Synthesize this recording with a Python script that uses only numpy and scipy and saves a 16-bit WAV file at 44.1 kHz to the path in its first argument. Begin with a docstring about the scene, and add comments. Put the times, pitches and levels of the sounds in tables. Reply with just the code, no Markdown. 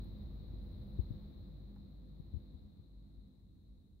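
"""Inside a parked car, the idling engine throbs and hums over cabin rumble, a hollow drone, faint fan
tones and microphone hiss. A tiny bright tick comes at once. From 0.5 s handling bumps the left
microphone, hardest near 1 s, while a thin, wavering squeak comes and goes (0.6-1.2 s). A dull tick
follows at 1.8 s, then softer bumps from 2.2 to 3.2 s, as the whole bed sinks slowly in level."""
import sys
import numpy as np
from scipy import signal
from scipy.fft import rfft, irfft
from scipy.io import wavfile
from scipy.ndimage import uniform_filter1d

SR = 44100
rng = np.random.default_rng(int(sys.argv[2]) if len(sys.argv) > 2 else 0)


def to_wav(sig):
    """Store sig (one row per channel, or 1-D mono) as 16-bit WAV at the path in sys.argv[1].

    Samples outside -1..1 are clipped; the rate is SR.
    """
    pcm = np.clip(np.atleast_2d(sig), -1, 1) * 32767
    pcm = np.round(pcm).astype(np.int16)
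    wavfile.write(sys.argv[1], SR, pcm.T)  # frames by channels


N = 176400
T = np.arange(N) / SR
HZ = np.fft.rfftfreq(N, 1 / SR)
DRIFT_HZ = 2.11  # how quickly the engine and fan pitches wander


def amp(db):
    """Decibels to gain."""
    return 10 ** (np.asarray(db) / 20)


def unit(x):
    """Scales to rms 1."""
    return x / np.sqrt(np.mean(x ** 2) + 1e-30)


def pan(db):
    """Stereo gains that put the left this many dB over the right."""
    return amp(np.array([[db], [-db]]) / 2)


def ride(points):
    """A fader ride: gain through (time [s], level [dB]) points."""
    return amp(np.interp(T, *np.transpose(points)))


def wander(hz):
    """Smooth random motion of rms 1, up to about this rate."""
    return unit(irfft(rfft(rng.standard_normal(N)) * np.exp(-(HZ / hz) ** 2 / 2), N))


def noise(spectrum, likeness):
    """Stereo noise of rms 1 with this EQ curve; likeness runs from 0 (wide) to 1 (mono)."""
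    hz, db = np.transpose(spectrum)
    eq = amp(np.interp(np.log(HZ + 1), np.log(hz), db))
    left, other = irfft(rfft(rng.standard_normal((2, N))) * eq, N)
    right = likeness * left + np.sqrt(1 - likeness ** 2) * other
    return unit(np.array([left, right]))


def tone(turns, flutter, flutter_hz=8.1):
    """A sine of rms 1 whose level and phase flutter."""
    wobble = 1 + flutter * (wander(flutter_hz) + 1j * wander(flutter_hz)) / np.sqrt(2)
    return unit((wobble * np.exp(2j * np.pi * (turns + rng.random()))).real)


# slow fade on the engine harmonics, fan and hiss (time [s], level [dB])
BED_FADE = [(0, -0.5), (.4, -1.94), (.7, -1.66), (1.15, -1.5), (1.5, -4), (2.05, -6.5), (2.42, -5.5),
            (2.9, -10), (3.2, -10), (3.5, -13.5), (3.75, -13), (4, -16)]
def fade(depth=1.0):
    """The slow fade as a gain; depth multiplies its decibels."""
    return ride(BED_FADE) ** depth


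# throb of the deep hum (time [s], level [dB])
ENGINE_THROB = [(0, -44), (.1, -51), (.22, -55), (.35, -49.5), (.45, -54.5), (.57, -44.5), (.75, -53.5),
                (1.05, -48), (1.17, -57), (1.27, -59.5), (1.38, -59), (1.5, -51), (1.72, -53.5),
                (1.87, -62.5), (1.97, -53.5), (2.12, -58.5), (2.45, -56), (2.85, -66.5), (2.98, -53),
                (3.09, -63.5), (3.18, -55.5), (3.33, -68), (3.5, -63.5), (3.58, -68), (3.72, -54),
                (3.86, -74.5), (4, -56.5)]
# overtones (multiple of the firing rate, pre-fade level [dB], left over right [dB], flutter [0-1])
ENGINE_HARMONICS = [(3, -62.5, 2.5, .8), (4, -58, -1.5, 1), (5, -64.5, 1.5, 0.7)]
def engine(firing_hz=50.64, drift=0.008):
    """The engine throbs deeply at its firing rate; the harmonics hum in the cabin."""
    turns = np.cumsum(firing_hz * (1 + drift * wander(DRIFT_HZ))) / SR
    throb = ride(ENGINE_THROB) * pan(db=0.7) * tone(turns, flutter=0.11)
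    hum = sum(amp(db) * pan(side_db) * tone(multiple * turns, flutter)
              for multiple, db, side_db, flutter in ENGINE_HARMONICS)
    return throb + fade() * hum


# fan whine (pitch [Hz], pre-fade level [dB], flutter [0-1])
FAN_TONES = [(340, -71, .6), (509.8, -74.5, .4)]
# EQ of the rushing air (frequency [Hz], relative level [dB])
AIR_EQ = [(100, -10), (300, 0), (600, -1), (800, -7.5), (1150, -11), (1500, -18), (2100, -19), (2800, -24),
          (4200, -23), (5500, -31.5), (7000, -41), (10000, -60)]
def fan(drift=0.0038):
    """Two faint tones drift together in a soft, wide rush of air."""
    drifting_time = np.cumsum(1 + drift * wander(DRIFT_HZ)) / SR
    whine = sum(amp(db) * tone(hz * drifting_time, flutter) for hz, db, flutter in FAN_TONES)
    air = amp(-66.5) * pan(db=-1) * noise(AIR_EQ, likeness=0.037)
    return fade(depth=1.5) * whine + fade(depth=1.37) * air


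# EQ of the cabin rumble (frequency [Hz], relative level [dB])
RUMBLE_EQ = [(10, -19.5), (27, -12), (45, -5.5), (80, 2), (120, -6), (160, -10.5), (235, -20.5), (320, -23),
             (420, -26), (700, -42.5), (1500, -85.5)]
# fader ride of the rumble (time [s], level [dB])
RUMBLE_RIDE = [(0, -48), (.35, -49.5), (.8, -50.5), (1.15, -51.5), (1.5, -54.5), (1.9, -58.5), (2.2, -57.5),
               (2.55, -57), (2.9, -64), (3.2, -61), (3.4, -64.5), (3.72, -63), (4, -65)]
def rumble(lump_db=0.8):
    """The dull, slightly lumpy low end of the cabin, near the centre."""
    lumps = amp(lump_db * wander(hz=8))
    return ride(RUMBLE_RIDE) * lumps * pan(db=0.5) * noise(RUMBLE_EQ, likeness=0.72)


# EQ of the drone (frequency [Hz], relative level [dB])
DRONE_EQ = [(70, -23), (130, 2.5), (195, 8), (230, -3), (300, 0.5), (360, -9), (430, -19), (700, -56.5)]
# fader ride of the drone (time [s], level [dB])
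DRONE_RIDE = [(0, -57), (.35, -62.5), (.8, -64.5), (1.25, -62), (1.6, -59.5), (1.9, -62.5), (2.07, -60),
              (2.3, -63.5), (2.55, -63), (2.9, -66.5), (3.2, -65.5), (3.35, -71), (3.55, -68), (4, -72.5)]
def drone():
    """Hollow low-mid noise that swells and sinks, a little to the right."""
    return ride(DRONE_RIDE) * pan(db=-3.5) * noise(DRONE_EQ, likeness=0.36)


# resonant peak of the microphone port (frequency [Hz], relative level [dB])
PORT_EQ = [(2500, -45), (3250, -21), (3600, -7), (3850, -1), (4030, .7), (4300, -6.5), (4700, -21),
           (5400, -40), (7000, -62)]
# top-end fizz (frequency [Hz], relative level [dB])
FIZZ_EQ = [(7000, -40), (9700, -26), (10700, -9), (13000, -4.5), (15500, 0), (16500, -3), (20000, -30)]
def hiss(waver_db=0.5, floor_db=-91):
    """Microphone hiss: a band at the port resonance and a bright top fade over a steady white floor."""
    port = amp(-74 + waver_db * wander(hz=8)) * pan(db=8.5) * noise(PORT_EQ, likeness=0)
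    fizz = amp(-82) * pan(db=1.9) * noise(FIZZ_EQ, likeness=0)
    floor = amp(floor_db) * rng.standard_normal((2, N))
    return fade() * port + fade(depth=1.5) * fizz + floor


# one bright tick, one dull (time [s], level [dB], centre [Hz], width [octaves], decay [s])
TICK_CUES = [(.045, -73, 11500, .15, .003), (1.761, -63.5, 600, .7, .009)]
def ticks(likeness=0.31):
    """Tiny puffs of band noise with a hard attack that die at once."""
    out = np.zeros((2, N))
    for start, db, hz, octaves, decay in TICK_CUES:
        band = np.exp(-(np.log2((HZ + 1) / hz) / octaves) ** 2 / 2)
        burst = irfft(rfft(rng.standard_normal((2, N))) * band, N)
        envelope = (T >= start) * np.exp(-abs(T - start) / decay)
        out += amp(db) * envelope * unit(burst + likeness * burst[::-1])
    return out


# handling hits (time [s], thump level [dB], settled pitch [Hz], scuff level [dB])
BUMP_CUES = [(0.534, -40, 114, -53.5), (0.9882, -21, 71.6, -44.5), (1.1035, -29, 91.3, -45.5),
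             (1.137, -39.5, 131, -56), (2.197, -36, 114, -64), (2.336, -29.5, 69, -57),
             (2.346, -38, 62.4, -59), (2.3636, -32, 76.3, -60), (2.539, -41, 59.5, -62),
             (2.792, -44.5, 77.5, -61.5), (3.175, -49, 58.5, -70)]
# EQ of the dull finger scuff (frequency [Hz], relative level [dB])
SCUFF_EQ = [(80, -17), (200, 8.5), (380, -3), (520, -21.5), (1000, -34), (3000, -71)]
def bumps(rise_cycles=0.58, bend=0.98, bend_s=0.0036, scuff_rise_s=0.0035, thump_right_db=-40):
    """Fingers knock the left microphone: each hit is a damped low thump with a short scuff."""
    thumps, scuff_envelope = np.zeros((2, N))
    for start, db, hz, scuff_db in BUMP_CUES:
        age = np.maximum(T - start, 0)
        rise = age * hz / rise_cycles
        envelope = (rise * np.exp(1 - rise)) ** 1.8
        # the pitch starts about an octave sharp and drops fast
        turns = hz * (age + bend * bend_s * (1 - np.exp(-age / bend_s)))
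        thumps += amp(db) * envelope * np.sin(2 * np.pi * turns)
        scuff_envelope += amp(scuff_db) * age / scuff_rise_s * np.exp(1 - age / scuff_rise_s)
    scuffs = scuff_envelope * pan(db=7.5) * noise(SCUFF_EQ, likeness=0.33)
    return thumps * amp([[0], [thump_right_db]]) + scuffs


# contour of the squeak (time [s], pitch [Hz], level [dB])
SQUEAK_CONTOUR = [(0.601, 9900, -108), (.635, 10200, -95), (.665, 10400, -96), (.7, 10700, -94),
                  (.755, 11200, -97), (.81, 10800, -98), (0.871, 10230, -93), (.9, 10600, -100),
                  (.935, 10930, -91), (0.961, 10800, -99), (1.05, 10500, -103), (1.2, 10750, -108)]
def squeak(jitter_hz=45.4, roughness=0.4, ramp_s=0.01):
    """A very faint high whistle on the left that glides up and down and trails off."""
    times, hz, db = np.transpose(SQUEAK_CONTOUR)
    glide = uniform_filter1d(np.interp(T, times, hz), size=900)
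    pitch = glide + jitter_hz * wander(hz=120)
    gate = np.clip(np.minimum(T - times[0], times[-1] - T) / ramp_s, 0, 1)
    envelope = gate * amp(np.interp(T, times, db)) * (1 + roughness * wander(hz=30))
    return pan(db=7) * envelope * np.sin(2 * np.pi * np.cumsum(pitch) / SR)


def scene():
    """The stereo mix: the idling bed with the small events on top."""
    bed = engine() + fan() + rumble() + drone() + hiss()
    return bed + ticks() + bumps() + squeak()


def record(dry, cutoff_hz=15750):
    """The recorder's band limit: a steep high cut."""
    high_cut = signal.firwin(801, cutoff_hz, window=("kaiser", 8), fs=SR)
    return signal.oaconvolve(dry, high_cut[None], "same")


dry = scene()
out = record(dry)
to_wav(out)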